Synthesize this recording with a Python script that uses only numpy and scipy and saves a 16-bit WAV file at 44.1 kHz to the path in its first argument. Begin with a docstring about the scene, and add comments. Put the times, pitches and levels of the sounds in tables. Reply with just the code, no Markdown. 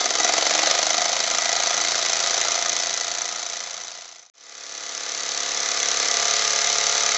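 """A toy steam engine with an oscillating cylinder runs on its tin base on a table in a living room.
First, from a step away, it gathers speed from 20 to 29 turns a second and fades out.
Then it fades in again close up, quickening from 35 to 36 turns a second.
On every turn filtered clicks make the knocks and piston ticks, sparse random touches make the rattle,
and gated noise makes the puffs, leak and spit of steam; the frame drones and the room rumbles beneath."""
import sys
import numpy as np
from scipy import signal
from scipy.fft import rfft, irfft, next_fast_len
from scipy.io import wavfile

SR = 44100
rng = np.random.default_rng(int(sys.argv[2]) if len(sys.argv) > 2 else 0)


def to_wav(s):
    """Save 16-bit WAV."""
    ch = np.atleast_2d(s).T  # columns
    pcm = np.round(np.clip(ch, -1, 1) * 32767)  # PCM
    wavfile.write(sys.argv[1], SR, pcm.astype(np.int16))


N = 316197
SECOND_RUN_S = 4.32
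# how far play in the joints stretches scatter and rattle at steady speed (factor)
STEADY_SLACK = 0.48

# Ringing of the base plate, frame and boiler.
# Each row: frequency in Hz, width in Hz, lift in dB (negative for a dip).
METAL_MODES = [(141.5, 3.6, 5), (207, 26, 7.5), (235, 5.6, 9), (314.6, 5.5, 13.5), (388.4, 9.9, 7),
               (439, 21, 3.5), (473, 4.8, 7.5), (535.5, 31, 7.5), (696, 73, 10.5), (841, 18, 6.5),
               (916, 18, -6), (1257, 18, 4), (1230, 55, 7), (1390, 30, 6), (1720, 31, 3.5), (1705, 33, -6),
               (1982, 39, 7.5), (2098, 87, 4.5), (2458, 62, 5), (2730, 35, 4), (3046, 78, 6),
               (3420, 50, 4.5), (3720, 40, -2), (3797, 50, 6.5), (4030, 48, -10), (4007, 78, 7.5),
               (4130, 39, 4), (4574, 73, 6), (5197, 65, 12.5), (5800, 380, -5.5), (6580, 40, -18.5)]


def from_db(db):
    """Decibels to gain."""
    return 10 ** (np.asarray(db) / 20)


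def rms_one(x):
    """Scale to unit power."""
    return x / np.sqrt(np.mean(x ** 2) + 1e-20)


def colour(x, spectrum):
    """Causal (minimum-phase) filter with a broad spectrum, its phase derived from the cepstrum."""
    size = next_fast_len(len(x) + 4096, real=True)
    hz, db = np.transpose(spectrum)
    bins_hz = np.fft.rfftfreq(size, 1 / SR)
    log_gain = np.log(from_db(np.interp(np.log(bins_hz + 1), np.log(hz), db)))
    cepstrum = irfft(log_gain, size)[:size // 2]
    cepstrum[1:] *= 2
    response = np.exp(rfft(cepstrum, size))
    return irfft(rfft(x, size) * response, size)[:len(x)]


def band(x, hz, width):
    """One resonance with unit gain at its peak."""
    return signal.lfilter(*signal.iirpeak(hz, hz / width, fs=SR), x)


def resonate(x, peaks):
    """A chain of resonances, each lifting or dipping its own band."""
    sections = []
    for hz, width, lift_db in peaks:
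        r = np.exp(-np.pi * width / SR)
        poles = np.array([1, -2 * r * np.cos(2 * np.pi * hz / SR), r * r])
        added_band = (1 - r * r) / 2 * np.array([1, 0, -1])
        zeros = poles + (from_db(lift_db) - 1) * added_band
        sections.append(np.r_[zeros, poles])
    return signal.sosfilt(sections, x + 1e-18)


def shimmer(x, peaks, vary_db, changes_per_s):
    """The same chain of resonances, struck in ever different places: each lift rises and falls on its own."""
    when = np.arange(len(x)) / SR * changes_per_s
    for hz, width, lift_db in peaks:
        chance = rng.standard_normal(400)
        wander = np.interp(when, np.arange(len(chance)), chance)
        lift = from_db(lift_db + vary_db * wander)
        x = x + (lift - 1) * band(x + 1e-18, hz, width)
    return x


def disperse(x, delay_s):
    """Bending waves cross the plate, treble first (delay_s at 1 kHz): a click becomes a short chirp."""
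    size = next_fast_len(len(x) + 4096, real=True)
    hz = np.fft.rfftfreq(size, 1 / SR)
    # this phase gives a delay that falls as the root of frequency
    phase_turns = 2 * delay_s * np.sqrt(1000 * hz)
    return irfft(rfft(x, size) * np.exp(-2j * np.pi * phase_turns), size)[:len(x)]


def crank(speed, start_angle):
    """Turns done at each moment: the running sum of speed in turns per second."""
    return start_angle + np.cumsum(speed) / SR


def strikes(turns, angle, level_db, scatter_s, uneven_db):
    """One click a turn at a crank angle, never quite equal in time or strength."""
    n = len(turns)
    marks = np.arange(-1, turns[-1] + 1) + angle
    due = np.searchsorted(turns, marks)
    early, strong = rng.standard_normal((len(marks), 2)).T
    scatter = np.interp(marks, turns, scatter_s * np.ones(n))
    at = np.round(due + scatter * early * SR).astype(int)
    inside = (due > 0) & (due < n) & (at >= 0) & (at < n)
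    level_db = np.interp(marks, turns, level_db * np.ones(n))
    strength = from_db(level_db + uneven_db * strong)
    return np.bincount(at[inside], strength[inside], n)


def warming(t):
    """From a step away, the engine gathers speed; the harder it pulls, the louder and looser it clatters."""
    # Contacts within one turn. Each row: crank angle in turns, relative knock level in dB,
    # relative rattle level in dB, rattle decay in seconds at a slack of one.
    contacts = [(-.049, -2, -1.5, 0.0032), (0, -2, -11, 0.0035), (.035, -7.5, -8.5, 0.0028),
                (0.099, -17.5, -4.5, .001), (.234, -18, -11.5, 0.0017), (0.347, -22, -11, 0.003),
                (0.408, -20.5, -8, 0.0019), (0.623, -9.5, -9.5, .0019), (.663, -13, -5, 0.0057),
                (0.794, -13.5, -20, 0.0033)]
    # Piston ticks and bounces. Each row: crank angle in turns, relative level in dB.
    tick_hits = [(-.044, 0), (.045, -6), (.1, -7), (.67, -12)]
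    # Puffs of steam. Each row: crank angle in turns, relative level in dB, rise in turns, fall in turns.
    puffs = [(-.1, 0, 0.054, 0.067), (-.022, 8.5, 0.027, 0.029), (.06, 2.5, 0.066, 0.083),
             (.125, 0, 0.027, 0.042), (.3, -1.5, 0.05, 0.022), (.41, 0, .06, 0.029),
             (.679, 7, 0.062, 0.049)]
    # Mix of knock, rattle and steam, one row for each: level in dB,
    # dB more per turn/s^2 of pick-up, dB lost per second as the pressure sinks.
    layer_levels = [(-31.5, 1.1245, 1.94), (-25, 0.1346, 0.52), (-28.5, 0.56, -0.17)]
    # Swell and ease of knock, rattle and steam together. Each row: time in seconds, change in dB.
    swell = [(0, 2.5), (.1, -3.5), (.22, -1.8), (.45, -1.9), (.68, 0.3), (.88, -1.4), (1.25, -0.55),
             (1.75, 1.2), (2.05, 0.2), (2.25, 1.5), (2.6, 0), (3.4, -0.6), (3.8, 0)]
    # Broad colour of knocks from afar. Each row: frequency in Hz, relative level in dB.
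    far_colour = [(40, -39), (100, -29.5), (200, -12.5), (320, -6), (430, -7), (550, -8.5), (720, 1.5),
                  (920, -6), (1250, -9), (1600, -13), (2100, -9), (3200, -20), (7000, -31)]

    # the flywheel gathers speed along an S-curve, then creeps on (turns per s)
    start_speed, settled_speed, creep_per_s = 20.3893, 27.8646, .2376
    spin_up_s, spin_up_shape = .7076, 1.5007
    lacking = np.exp(-(t / spin_up_s) ** spin_up_shape)
    speed = settled_speed - (settled_speed - start_speed) * lacking + creep_per_s * t
    turns = crank(speed, start_angle=-.21)

    # the joints feel a change of pick-up 27 ms later
    pickup = np.interp(t - .027, t, np.gradient(speed) * SR)
    slack = STEADY_SLACK + .19 * pickup
    swell_db = np.interp(t, *np.transpose(swell))
    knock_db, rattle_db, steam_db = (db + pull * pickup - sag * t + swell_db
                                     for db, pull, sag in layer_levels)

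    thump = from_db(knock_db) * knocks(turns, slack, contacts, far_colour, scatter_s=.00008, uneven_db=1.1)
    clatter = from_db(rattle_db) * rattle(turns, slack, contacts, scatter_s=.0002, uneven_db=.9,
                                          rub_db=-13.5, touches_per_s=22000)
    hiss = from_db(steam_db) * steam(turns, puffs, uneven_db=.7, wander_turns=.006)
    piston = from_db(-29.3) * ticks(t, turns, tick_hits, scatter_s=.0001, uneven_db=1.6)
    port = from_db(-37.5) * spits(turns, angle=-.08, length=.045, uneven_db=4)
    return room(thump + clatter + hiss + piston + port) + drone(turns, speed, near=False)


def racing(t):
    """Close up and faster, it runs more evenly, rattles more thinly and drones."""
    # Contacts within one turn. Each row: crank angle in turns, relative knock level in dB before the spurt,
    # relative rattle level in dB, rattle decay in seconds at a slack of one.
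    contacts = [(-.06, 4, -7, .0017), (0.023, -5.5, -6, .002), (.072, 4, -9.5, .0012),
                (0.198, -6, -20, .002), (0.353, -3, -11, .001), (.4, -25.5, -16, .001),
                (.583, -7, -11, .002), (0.661, -.5, -15, .0026), (0.844, -9.5, -16, .0025)]
    # Change of each contact's knock in the spurt of speed, in dB.
    spurt_change_db = [2, 9, 0, -3.5, 1, -3, -1.5, -5, 1.5]
    # Piston ticks and bounces. Each row: crank angle in turns, relative level in dB.
    tick_hits = [(-.064, 0), (.03, -10), (.085, -10), (.565, -9)]
    # Puffs of steam. Each row: crank angle in turns, relative level in dB, rise in turns, fall in turns.
    puffs = [(-.125, 0, 0.023, 0.054), (-.03, 8, 0.021, .033), (.08, 4, 0.072, 0.076),
             (.38, -0.5, 0.058, 0.065), (.59, -3.5, .025, .05), (.67, 2.5, 0.093, 0.1)]
    # Speed with its small spurt. Each row: time in seconds, speed in turns per second.
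    speed_curve = [(5.2, 35.18), (5.7, 35.26), (6.02, 35.26), (6.38, 35.87)]
    # Broad colour of knocks from close by. Each row: frequency in Hz, relative level in dB.
    near_colour = [(40, -20.5), (100, -16.5), (200, -19.5), (430, -0.5), (720, -10), (920, -6), (1250, -7),
                   (1600, 1.5), (2100, -4), (3200, -5.5), (7000, -24.5)]

    speed = np.interp(t, *np.transpose(speed_curve))
    turns = crank(speed, start_angle=-.186)
    # the balance of the knocks switches at 5.8 s
    spurt = (t > 5.8).astype(float)
    spurt_contacts = [(angle, db + change * spurt, *rest)
                      for (angle, db, *rest), change in zip(contacts, spurt_change_db)]

    thump = from_db(-35) * knocks(turns, STEADY_SLACK, spurt_contacts, near_colour,
                                  scatter_s=.00004, uneven_db=.8)
    clatter = from_db(-25.5) * rattle(turns, STEADY_SLACK, contacts, scatter_s=.00022, uneven_db=.7,
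                                      rub_db=-11, touches_per_s=20000)
    # a gentle low cut thins the rattle
    clatter = signal.sosfilt(signal.butter(1, 850, "high", fs=SR, output="sos"), clatter)
    hiss = from_db(-26) * steam(turns, puffs, uneven_db=.5, wander_turns=.007)
    piston = from_db(-27.2) * ticks(t, turns, tick_hits, scatter_s=.00007, uneven_db=1.2)
    port = from_db(-36) * spits(turns, angle=-.09, length=.04, uneven_db=2)
    return room(thump + clatter + hiss + piston + port) + drone(turns, speed, near=True)


def knocks(turns, slack, contacts, spectrum, scatter_s, uneven_db):
    """The load reverses in the bearings and thumps the plate, so alike each turn that it hums in lines."""
    blows = sum(strikes(turns, angle, db, scatter_s * slack, uneven_db) for angle, db, _, _ in contacts)
    chirps = disperse(blows, delay_s=0.001454)
    return rms_one(resonate(colour(chirps, spectrum), METAL_MODES))


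def rattle(turns, slack, contacts, scatter_s, uneven_db, rub_db, touches_per_s):
    """Each contact chatters out in a dying shower of tiny touches; the piston rubs in between."""
    # Broad colour of the touches. Each row: frequency in Hz, relative level in dB.
    touch_colour = [(80, -23.5), (300, -20), (520, -7), (750, -6), (1020, -5.5), (1450, -0.5), (2200, -0.5),
                    (2820, -6.5), (3500, 0), (4450, 1), (4900, -2), (5600, -6), (7100, -0.5), (8000, -18)]
    now = np.arange(len(turns))
    power = from_db(rub_db) ** 2
    for angle, _, db, decay_s in contacts:
        blows = strikes(turns, angle, db, scatter_s * slack, uneven_db)
        last = np.maximum.accumulate(np.where(blows > 0, now, 0))
        # no shower dies faster than 2 ms
        dying = np.exp((last - now) / SR / np.maximum(decay_s * slack, .002))
        power = power + (blows[last] * dying) ** 2
    touches = (rng.random(len(now)) < touches_per_s / SR) * rng.standard_normal(len(now))
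    shower = colour(touches * np.sqrt(power), touch_colour)
    return rms_one(shimmer(shower, METAL_MODES, vary_db=1.6, changes_per_s=18))


def steam(turns, puffs, uneven_db, wander_turns):
    """The rocking cylinder opens and shuts the port: uneven puffs of noise swell and die over a steady leak."""
    # Broad colour of the steam. Each row: frequency in Hz, relative level in dB.
    steam_colour = [(100, -35.5), (900, -9.5), (2600, -11), (4000, -7), (4900, -6), (5600, -1), (6300, -3),
                    (7100, -6.5), (7700, -11), (8200, -33.5)]
    # Resonances of the port. Each row: frequency in Hz, width in Hz, lift in dB.
    port_modes = [(5360, 97, 3), (6036, 190, 8), (6360, 110, -0.5), (6730, 70, 4)]
    leak_db = -9
    # strength and timing wander with a new value every quarter turn
    marks = np.arange(-1, turns[-1] + 1, 1 / 4)
    strong, late = (np.interp(turns, marks, c) for c in rng.standard_normal((len(marks), 2)).T)
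    power = from_db(leak_db) ** 2
    for angle, db, rise, fall in puffs:
        past = (turns + wander_turns * late - angle + .5) % 1 - .5
        puff = from_db(db) * np.exp(np.minimum(past / rise, -past / fall))
        power = power + puff ** 2
    opening = np.sqrt(power) * from_db(uneven_db * strong)
    noise = opening * rng.standard_normal(len(turns))
    return rms_one(resonate(colour(noise, steam_colour), port_modes))


def ticks(t, turns, hits, scatter_s, uneven_db):
    """The piston takes up its play on the same spot each turn: a crisp, bright tick that bounces."""
    # Ringing of piston and cylinder. Each row: frequency in Hz, width in Hz, relative level in dB.
    piston_modes = [(2050, 200, -7), (3480, 200, -4), (3950, 220, -2.5), (4600, 220, -3), (5220, 200, -6),
                    (6150, 380, 6), (7000, 300, -5)]
    # Turns that tick harder than the rest. Each row: time in seconds, dB more.
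    hard_turns = [(1.565, 3), (1.672, 3), (1.815, 3), (2.097, 3), (2.696, 4), (2.766, 3), (2.941, 3),
                  (5.718, 2), (5.83, 2.5), (5.887, 2.5), (5.944, 2.5), (6.114, 3.5), (6.645, 2.5),
                  (7.063, 2.5)]
    hard_s = .01
    clicks = sum(strikes(turns, angle, db, scatter_s, uneven_db) for angle, db in hits)
    # neighbouring modes ring with opposite sign
    bright = sum((-1) ** k * from_db(db) * band(clicks + 1e-18, hz, width)
                 for k, (hz, width, db) in enumerate(piston_modes))
    hard_db = sum(db * np.exp(-((t - s) / hard_s) ** 2) for s, db in hard_turns)
    return rms_one(disperse(bright, delay_s=.0015)) * from_db(hard_db)


def spits(turns, angle, length, uneven_db):
    """Just before the tick, steam squeezes through the barely open port with a brief, uneven whistle."""
    turn = np.floor(turns - angle + .5).astype(int)
    chance = np.clip(rng.standard_normal(turn.max() + 2), -2, 2)
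    strong = from_db(uneven_db * chance)[turn]
    gate = np.exp(-((turns - angle - turn) / length) ** 2)
    whistle = band(rng.standard_normal(len(turns)), hz=6120, width=160)
    return rms_one(strong * gate * whistle)


def drone(turns, speed, near):
    """Every turn jolts the frame; a multiple of the turning rate sings out while it lies on a resonance."""
    # Narrow resonances of the frame. Each row: frequency in Hz, width in Hz of each of two equal filters,
    # level in dB of a multiple on the peak from afar, the same from close by.
    frame_modes = [(145, 13, -68, -59.5), (215.4, 13, -67, -60.5), (245.1, 12, -56, -54),
                   (312.6, 8.0, -52.6, -44.5), (371.8, 16, -68.5, -39.5), (395.7, 12, -48, -63.8),
                   (429.7, 20, -69.5, -43.5), (462, 19, -52.5, -45), (496.6, 24.0, -48.5, -41.5),
                   (509, 11, -54, -72), (539, 15, -56, -52), (564.5, 56, -69.1, -45.5),
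                   (620.3, 22, -47, -60), (676, 28, -61.5, -36.1), (709.7, 12.7, -44, -34),
                   (772, 19, -64, -50.6), (811, 29, -53.6, -49.5), (863.3, 12, -59.5, -38.5),
                   (995.2, 50.0, -47, -54), (1099, 27, -59.3, -54.5), (1176, 30.0, -53.5, -36),
                   (1213, 38, -51, -36), (1288, 20, -62, -49.5), (1372, 30.0, -54, -51.5),
                   (1730, 26.0, -66, -41.5), (1970, 43, -49.5, -41.5), (2040, 21.0, -56, -52.7)]
    jolt_angle = .0906 if near else -.0064
    done = np.floor(turns - jolt_angle)
    # scaled so that every multiple of the turning rate has unit amplitude
    jolts = np.diff(done, prepend=done[0]) * SR / (2 * speed) + 1e-18
    out = 0
    for hz, width, far_db, near_db in frame_modes:
        peak = np.concatenate(signal.iirpeak(hz, hz / width, fs=SR))
        out = out + from_db(near_db if near else far_db) * signal.sosfilt([peak, peak], jolts)
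    return out


def room(x):
    """The short diffuse echo of a furnished room, as decaying noise; cloth swallows its treble."""
    t60_s, wet_db = .28, -10.5
    t = np.arange(SR // 2) / SR
    # the echo starts after 5 ms
    echo = rng.standard_normal(len(t)) * from_db(-60 * t / t60_s) * (t > .005)
    echo = echo / np.linalg.norm(echo)
    echo = signal.sosfilt(signal.butter(1, 2500, fs=SR, output="sos"), echo)
    return x + from_db(wet_db) * signal.fftconvolve(x, echo)[:len(x)]


def room_rumble():
    """The low rumble of the room: steady noise weighted to the bass."""
    # Broad colour of the rumble. Each row: frequency in Hz, relative level in dB.
    rumble_colour = [(25, -0.5), (60, -7.5), (140, -3.5), (400, -11), (2000, -27.5), (8000, -45.5)]
    return from_db(-58.5) * rms_one(colour(rng.standard_normal(N), rumble_colour))


def scene():
    """The two runs one after the other, over the low rumble of the room; one microphone feeds both channels."""
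    t = np.arange(N) / SR
    second = t >= SECOND_RUN_S
    engine = np.concatenate([warming(t[~second]), racing(t[second])])
    return np.tile(engine + room_rumble(), (2, 1))


def record(dry):
    """The microphone rounds peaks and its band is narrow; the sound fades through silence between the runs."""
    overload, cutoff_hz = .68, 7900
    rounded = dry / (1 + (dry / overload) ** 4) ** .25
    t = np.arange(N) / SR
    fade_out = np.interp(t, [2.55, 4.325], [1, 0]) * (t < 4.3)
    fade_in = np.interp(t, [4.325, 6.25], [0, 1]) * (t > 4.338)
    faded = rounded * (fade_out + fade_in)
    return signal.sosfilt(signal.cheby1(14, .2, cutoff_hz, fs=SR, output="sos"), faded)


dry = scene()
out = record(dry)
to_wav(out)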